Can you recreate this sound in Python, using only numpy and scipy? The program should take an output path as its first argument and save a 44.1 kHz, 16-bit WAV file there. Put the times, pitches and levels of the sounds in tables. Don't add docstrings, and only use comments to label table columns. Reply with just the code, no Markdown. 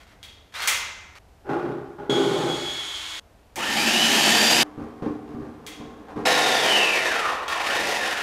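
import sys
import numpy as np
from scipy import signal
from scipy.fft import rfft, irfft, next_fast_len
from scipy.io import wavfile

SR = 44100
rng = np.random.default_rng(int(sys.argv[2]) if len(sys.argv) > 2 else 0)


def wav_record(signal):
    frames = np.transpose(np.atleast_2d(signal))
    bounded = np.clip(frames, -1, 1)
    quanta = np.round(bounded * 32767).astype(np.int16)
    wavfile.write(sys.argv[1], SR, quanta)


N = 362781
TIME = np.arange(N) / SR

GUN_SCENE, DRUM_SCENE, JET_SCENE = (0, 1.187), (1.44, 3.197), (2.097, 3.197)
SPIN_UP, BUCKET_SCENE, SLOW_DOWN, CRAWL = (3.556, 4.631), (4.631, 6.27), (6.252, 7.478), (7.478, 8.3)


def from_db(db):
    return np.exp(np.asarray(db) * (np.log(10) / 20))


def rms_one(x):
    return x / np.sqrt(np.mean(x ** 2) + 1e-20)


def in_time(points):
    return np.interp(TIME, *np.transpose(points))


def at_hz(points, hz):
    f, value = np.transpose(points)
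    return np.interp(np.log(np.maximum(hz, 1)), np.log(f), value)


def phase_of(hz):
    return 2 * np.pi * np.cumsum(hz) / SR


def during(span, fade=0.001):
    return np.clip((TIME - span[0]) / fade, 0, 1) * np.clip((span[1] - TIME) / fade + 1, 0, 1)


def swell(start, rise, hold, db, fall_db_per_s):
    age = TIME - start
    attack = np.clip(age / max(rise, 1 / SR), 0, 1)
    return attack * from_db(db - fall_db_per_s * np.maximum(age - rise - hold, 0))


def together(gains):
    return np.sqrt(sum(gain ** 2 for gain in gains))


def drift(rate):
    step, settle = 40, 2000
    r = np.exp(-2 * np.pi * rate * step / SR)
    noise = rng.standard_normal(N // step + settle + 2)
    slow = signal.lfilter([1], [1, -2 * r, r * r], noise)[settle:]
    return np.interp(np.arange(N) / step, np.arange(len(slow)), rms_one(slow))


def shaped(x, spectrum, modes=()):
    size = next_fast_len(len(x))
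    hz = np.arange(size // 2 + 1) * SR / size
    humps = sum(boost / (1 + (2 * (hz - f) / width) ** 2) for f, width, boost in modes)
    return irfft(rfft(x, size) * from_db(at_hz(spectrum, hz) + humps), size)[:len(x)]


def colour(x, spectrum, modes=()):
    return rms_one(shaped(x, spectrum, modes))


def band(x, low, high):
    return rms_one(signal.sosfilt(signal.butter(4, [low, high], "band", fs=SR, output="sos"), x))


def grains(per_s, spread_db):
    sizes = from_db(spread_db * np.minimum(rng.exponential(1, N), 4)) * rng.choice([-1, 1], N)
    return rms_one(sizes * (rng.random(N) < per_s / SR))


def taps(events, column=1):
    out = np.zeros(N)
    for row in events:
        out[round(row[0] * SR)] = from_db(row[column])
    return out


def ring(x, modes):
    out = np.zeros(N)
    for hz, db, t60 in modes:
        r, w = from_db(-60 / (t60 * SR)), 2 * np.pi * hz / SR
        out += signal.lfilter([0, from_db(db) * np.sin(w)], [1, -2 * r * np.cos(w), r * r], x + 1e-18)
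    return out


def basement(x, wet_db):
    # frequency in Hz, T60 in seconds.
    decay = [(200, 0.97), (1500, 1.0), (3200, 0.77), (6400, 0.71), (8500, 0.44), (11000, 0.37)]
    t, edges, tail = TIME[:SR], np.geomspace(60, 18000, 13), 0
    for low, high in zip(edges, edges[1:]):
        bandpass = signal.butter(2, [low, high], "band", fs=SR, output="sos")
        noise = signal.sosfilt(bandpass, rng.standard_normal(SR))
        tail = tail + noise * from_db(-60 * t / at_hz(decay, np.sqrt(low * high)))
    tail = rms_one(tail * np.minimum(t / 0.0072, 1)) / np.sqrt(SR)
    return x + from_db(wet_db) * signal.fftconvolve(x, tail)[:N]


def room_tone(level_db=-53.5):
    # frequency in Hz, relative level in dB.
    air_colour = [(12, -44), (20, -15.5), (76, -5), (153, -22.5), (175, -18), (266, -21.5), (298, -18.5),
                  (333, -24), (427, -22), (597, -22.5), (705, -20), (1130, -29), (11700, -47.5),
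                  (14300, -47), (15500, -78)]
    return from_db(level_db) * colour(rng.standard_normal(N), air_colour)


def faint_noise_and_gun_slide(squeak_hz=4490, climb_hz=1200, climb_s=0.042, main_slide_s=0.539, squeak_db=-8):
    # start in seconds,
    # hold in seconds, level in dB.
    gestures = [(0, 0.03, -52.5), (0.066, 0.065, -57.5), (0.52, .02, -52), (0.539, 0.061, -34),
                (0.6, .07, -32), (1.15, 0.033, -48)]
    # frequency in Hz, relative level in dB.
    grit_colour = [(120, -45.5), (200, -40), (378, -20), (462, -16.5), (1400, -2), (1620, -4.5), (2020, -2),
                   (2850, -9.5), (4100, -11.5), (13900, -29.5), (15500, -43)]
    envelope = together(swell(s, 0.0033, hold, db, fall_db_per_s=898) for s, hold, db in gestures)
    pitch = squeak_hz - climb_hz * np.exp(-np.maximum(TIME - main_slide_s, 0) / climb_s)
    squeak = from_db(squeak_db) * np.sin(phase_of(pitch * (1 + 0.0064 * drift(180))))
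    grit = colour(grains(3000, 2), grit_colour)
    return basement(envelope * (grit + squeak), wet_db=-6)


def gun_clicks(crack_db=-8, crack_t60=0.071, snap_db=24):
    # time in seconds, hit and spring strengths in dB.
    clicks = [(0.2297, -37.5, -41.5), (0.5442, -42, -48), (0.621, -23.5, -31.5), (0.6747, -8, -29.5),
              (3.5578, -24, -50), (5.6654, -29.5, -40.5), (7.481, -30, -34.5)]
    # frequency in Hz, relative level in dB.
    click_colour = [(120, -41), (200, -39.5), (554, -20.5), (783, -21.5), (890, -13), (1620, -12.5),
                    (2130, -6.5), (4920, -15.5), (6020, -11), (12200, -18.5), (15500, -24)]
    # frequency in Hz, gain in dB, T60 in seconds.
    body_modes = [(2074, -19.5, 1), (2110, -35.5, .7), (2390, -28, .55)]
    spring_modes = [(3330, 4.5, 0.024), (3640, 8.5, 0.0065), (4300, 1, .008)]
    t, hits = TIME[:SR // 4], taps(clicks)
    crack = colour(rng.standard_normal(len(t)), click_colour) * from_db(crack_db - 60 * t / crack_t60)
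    snaps = from_db(snap_db) * shaped(hits, click_colour)
    echoes = basement(snaps, wet_db=11) - snaps
    clacks = basement(ring(taps(clicks, column=2), spring_modes), wet_db=4)
    return signal.fftconvolve(hits, crack)[:N] + echoes + clacks + ring(hits, body_modes)


def jet_in_bucket(flutter_hz=32.43, churn=0.55):
    # start, rise and hold in seconds, drumming and splash levels in dB.
    bursts = [(1.442, .03, .01, -37, -42), (1.488, .005, 0.048, -25, -29.5), (1.62, 0.027, 0.049, -26, -41),
              (1.982, .006, 0.028, -36.5, -41), (2.094, 0.0026, .38, -22, -31)]
    # frequency in Hz, relative level in dB.
    drum_colour = [(70, -49), (100, -34), (145, -11), (220, -15), (290, -14), (380, -7), (470, -8.5),
                   (620, -18)]
    splash_colour = [(350, -56), (600, 4.5), (696, -9.5), (785, 0.5), (974, -3), (1400, -7.5), (1790, -16),
                     (7960, -42.5), (15000, -50)]
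    # frequency in Hz, width in Hz, boost in dB.
    bucket_modes = [(130, 12, 8), (162, 14, 10), (182, 17, 4), (267, 19, 15), (331.3, 15, 12),
                    (357, 17, 11), (397.3, 17, 15.5), (836, 26, 6), (940, 53, -9), (1470, 180, 4.5)]
    drumming = together(swell(s, rise, hold, db, fall_db_per_s=73.5) for s, rise, hold, db, _ in bursts)
    splashing = together(swell(s, rise, hold, db, fall_db_per_s=54.5) for s, rise, hold, _, db in bursts)
    cycles = np.cumsum(flutter_hz * (1 + 0.039 * drift(12))) / SR
    count = np.floor(cycles - np.interp(JET_SCENE[0], TIME, cycles))
    beats = rms_one(np.diff(count, prepend=count[0]) * from_db(2 * drift(35)))
    turbulence = churn * grains(970, 3.1)
    body = colour(basement(beats + turbulence, wet_db=0.5), drum_colour, bucket_modes)
    drops = grains(1600, 0.84) + 0.48 * beats
    splash = colour(basement(drops, wet_db=-0.5), splash_colour, bucket_modes)
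    return (drumming * band(body, 89, 690) + splashing * band(splash, 590, 15000)) * during(DRUM_SCENE)


def spray_tip(whistle_hz=3335, rise_hz_per_s=24, flutter_hz=208, flutter_depth=0.43,
              faint_db=-36.5, side_tone_db=-50, hiss_db=-35.5):
    # start in seconds, hold in seconds, level in dB.
    catches = [(2.067, 0.074, -29.5), (2.485, 0.028, -37), (2.65, .05, -33), (2.784, 0.095, -31.5)]
    # frequency in Hz, level in dB.
    hose_tones = [(318, -58), (2202, -49), (4385, -63)]
    # frequency in Hz, relative level in dB.
    hiss_colour = [(240, -52), (400, -20), (503, -22), (873, -12), (1690, -10.5), (2250, -10),
                   (2630, -11.5), (3250, -4), (4160, -10), (6000, -17.5), (6780, -14), (13700, -32.5),
                   (15500, -38)]
    pitch = whistle_hz + rise_hz_per_s * (TIME - JET_SCENE[0])
    phase = phase_of(pitch * (1 + 0.00146 * drift(50)))
    flutter = phase_of(flutter_hz * (1 + 0.018 * drift(12.6)))
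    harmonics = np.sin(phase) + from_db(-16) * np.sin(2 * phase) + from_db(-28) * np.sin(3 * phase)
    tone = rms_one(basement(harmonics * (1 + flutter_depth * np.sin(flutter)), wet_db=-4))
    surges = [swell(s, 0.011, hold, db, fall_db_per_s=99) for s, hold, db in catches]
    whistle = together(surges + [from_db(faint_db)]) * tone
    lower_side_tone = from_db(side_tone_db) * np.cos(phase - flutter)
    hose = 0
    for hz, db in hose_tones:
        amplitude = np.sqrt(2) * from_db(db + 2 * drift(6.8))
        hose = hose + amplitude * np.sin(2 * np.pi * hz * TIME + 0.71 * drift(3))
    hiss = from_db(hiss_db) * colour(basement(grains(15000, 3.1), wet_db=-2.5), hiss_colour)
    return (whistle + lower_side_tone + hose + hiss) * during(JET_SCENE)


def pump(tooth_hz, noise_law, spectrum, modes, gear_db, octave_db, commutator_db, buzz_db,
         rattle_db, flare, wobble, coasting_s=0):
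    coast_fall = (28, 58, 81)
    # multiple of its speed, relative level in dB.
    shaft_partials = [(3, -11), (5, -8), (6, -6.5), (10, 2), (15, -2), (16, 3)]
    # frequency in Hz, width in Hz, boost in dB at a flare of 1.
    gearbox_modes = [(1250, 150, 5.5), (2370, 130, 6), (2660, 170, 8), (2950, 270, 12.5), (4380, 110, 2),
                     (4730, 130, 15.5), (5250, 250, 8.5), (6150, 350, 7)]
    gear_teeth, commutator_bars, shaft_ratio = 24, 32, 0.311
    working_hz, judder_hz = 3000, 1450
    octaves = np.log2(tooth_hz / working_hz)
    levels = [db + slope * octaves - fall * coasting_s
              for (db, slope), fall in zip(noise_law, coast_fall)]
    rotor = phase_of(tooth_hz * (1 + 0.00286 * drift(63))) / gear_teeth
    shaft = shaft_ratio * rotor
    bite = from_db(rattle_db * (np.sin(2 * shaft) + 1.38 * drift(32)))
    rush = rng.standard_normal(N) + 0.75 * grains(2500, 3.7)
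    casing = colour(basement(rush * bite, wet_db=-4.5), spectrum, modes)
    bands_hz = [(100, 600), (600, 4500), (4500, 17000)]
    noise = sum(from_db(level) * band(casing, *edges) for level, edges in zip(levels, bands_hz))
    buzz_gain = from_db(levels[0] + buzz_db + 14 * octaves + 2 * drift(9.1))
    buzz = buzz_gain * sum(from_db(db) * np.sin(k * shaft) for k, db in shaft_partials)
    mesh = gear_teeth * rotor + wobble * np.sin(rotor + drift(21)) + judder_hz / tooth_hz * drift(148)
    mesh_tone = np.sin(mesh) + from_db(octave_db) * np.sin(2 * mesh)
    teeth = from_db(gear_db + 2 * drift(36)) * mesh_tone * bite
    commutator_gain = from_db(commutator_db + 24 * octaves + 2 * drift(30.8))
    commutator = commutator_gain * np.sin(commutator_bars * rotor)
    resonances = modes + [(hz, width, flare * boost) for hz, width, boost in gearbox_modes]
    whine = shaped(teeth + commutator, [(1, 0.013)], resonances) * from_db(-coast_fall[1] * coasting_s)
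    return noise + buzz + basement(whine, wet_db=-5)


def motor_spinning_up(start_s=3.522, top_tooth_hz=4424, half_speed_s=0.236, fade_in_s=0.034):
    # level in dB at working speed, dB gained per octave of speed.
    noise_law = [(-29.5, 7.1), (-23.5, 7.4), (-26.5, 9.5)]
    # frequency in Hz, relative level in dB.
    spectrum = [(53, -62), (90, -15.5), (222, -4), (342, -6.5), (473, -5.5), (810, 0), (1250, -0.5),
                (1800, 5), (2090, 1.5), (3010, 3), (4160, -9), (4740, -7.5), (5750, -12), (13300, -22),
                (15500, -34)]
    # frequency in Hz, width in Hz, boost in dB.
    modes = [(224, 85, 11.5), (339.5, 44, 14), (835, 190, 7), (1787, 130, 5.5), (2530, 220, 4.5),
             (3050, 140, 6), (3800, 180, 5), (4980, 100, 1), (6600, 210, 5), (7540, 270, 6),
             (11000, 310, 4), (13400, 700, 0.5)]
    age = np.maximum(TIME, SPIN_UP[0]) - start_s
    tooth_hz = top_tooth_hz * age / (age + half_speed_s)
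    running = pump(tooth_hz, noise_law, spectrum, modes, gear_db=-33.5, octave_db=-5,
                   commutator_db=-37.5, buzz_db=-14, rattle_db=0.54, flare=0.6, wobble=0.55)
    return running * during(SPIN_UP) * np.clip((TIME - SPIN_UP[0]) / fade_in_s, 0, 1)


def bucket_handling(knock_db=-3, rest_rumble_db=-49, rest_rub_db=-50, rise_s=0.0034, fall_db_per_s=120):
    # start and hold in seconds, hollow rumble and rubbing levels in dB.
    shoves = [(4.62, 0.018, -54, -44), (4.782, 0.061, -37.5, -44.5), (5.02, 0.054, -28, -39),
              (5.275, 0.2, -40.5, -49), (5.794, 0.023, -41.5, -49.5), (5.91, 0.016, -43.5, -56),
              (6.082, .025, -45, -42), (6.16, 0.04, -29.5, -36.5)]
    # frequency in Hz, relative level in dB.
    scrape_colour = [(41, -36), (70, -11), (224, 0), (260, -5), (296, -6), (337, -7), (455, -1.5),
                     (643, -18.5), (814, -18.5), (926, -20), (1170, -21.5), (2490, -37), (12000, -58),
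                     (15600, -93), (22000, -120)]
    # frequency in Hz, width in Hz, boost in dB.
    scrape_modes = [(230, 18, 3), (300, 40, 14.5), (398, 44, 5.5), (736, 96, 11), (1070, 49, 4.5)]
    # time in seconds, strength in dB.
    tube_hits = [(4.778, -22.5), (5.024, -17), (5.349, -21.5), (5.419, -25), (5.802, -28.5), (6.16, -26.5)]
    # frequency in Hz, gain in dB, T60 in seconds.
    wall_modes = [(127, -18, 0.12), (160, -8.5, 0.08), (237.3, -10, 0.33), (292, -8, 0.22),
                  (389.5, -14, 0.28), (543, -35, 0.072), (728, -40, 0.2), (1177, -22, 0.13)]
    rumbles = [swell(s, rise_s, hold, db, fall_db_per_s) for s, hold, db, _ in shoves]
    rubs = [swell(s, rise_s, hold, db, fall_db_per_s) for s, hold, _, db in shoves]
    slips = colour(basement(grains(500, 0.6), wet_db=0.5), scrape_colour, scrape_modes)
    rumble = together([from_db(rest_rumble_db)] + rumbles) * band(slips, 87, 530)
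    rub = together([from_db(rest_rub_db)] + rubs) * band(slips, 750, 16000)
    knocks = from_db(knock_db) * basement(ring(taps(tube_hits), wall_modes), wet_db=-2.5)
    return (rumble + rub + knocks) * during(BUCKET_SCENE)


def motor_under_load(power_off_s=7.298):
    # time in seconds, gear tooth rate in Hz.
    slowing_speed = [(6.255, 3963), (6.55, 3586), (6.93, 2359), (7.14, 1485), (7.29, 1139), (7.478, 996)]
    crawl_speed = [(7.49, 1164), (7.61, 895), (7.7, 1467), (7.8, 1967), (7.9, 2085), (8.02, 1745),
                   (8.21, 1382)]
    # level in dB at working speed, dB gained per octave of speed.
    slowing_noise = [(-31, 4.9), (-24, 4), (-30, 6.8)]
    crawl_noise = [(-26, 12.1), (-26.5, 2.6), (-28.5, 7.4)]
    # frequency in Hz, relative level in dB.
    spectrum = [(53, -60), (90, -54), (133, -17.5), (259, -8), (473, 0), (562, -3.5), (793, -1.5),
                (1300, -5), (1800, -2.5), (2140, -2.5), (2890, -3.5), (4160, -17), (5060, -19.5),
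                (11200, -32.5), (15500, -42.5)]
    # frequency in Hz, width in Hz, boost in dB.
    modes = [(477, 8.4, 2.7), (767, 330, 6.5), (1079, 51, 6.7), (1410, 30, 9.3), (1760, 60, 1.8),
             (1825, 270, 7.9), (2340, 140, 3.1), (2610, 64, 6.7), (2810, 11, 1.5), (3720, 140, 5.3),
             (5200, 69, 1), (11300, 430, 3)]
    slowing = pump(in_time(slowing_speed), slowing_noise, spectrum, modes, gear_db=-32.5, octave_db=-25,
                   commutator_db=-54, buzz_db=-9, rattle_db=1.13, flare=1.05, wobble=0.8,
                   coasting_s=np.maximum(TIME - power_off_s, 0))
    crawling = pump(in_time(crawl_speed), crawl_noise, spectrum, modes, gear_db=-36, octave_db=-10.5,
                    commutator_db=-37, buzz_db=-11, rattle_db=1.5, flare=0.52, wobble=1.04)
    return slowing * during(SLOW_DOWN, fade=0.0045) + crawling * during(CRAWL, fade=0.0044)


def scene():
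    air = room_tone()
    motor = motor_spinning_up() + motor_under_load()
    foley = (gun_clicks() + faint_noise_and_gun_slide()) * (during(GUN_SCENE) + during((SPIN_UP[0], CRAWL[1])))
    mono = air + foley + jet_in_bucket() + spray_tip() + motor + bucket_handling()
    return np.stack([mono, mono])


def record(dry):
    cutoff_hz = 15600
    return signal.sosfilt(signal.ellip(10, 0.2, 80, cutoff_hz, fs=SR, output="sos"), dry)


dry = scene()
out = record(dry)
wav_record(out)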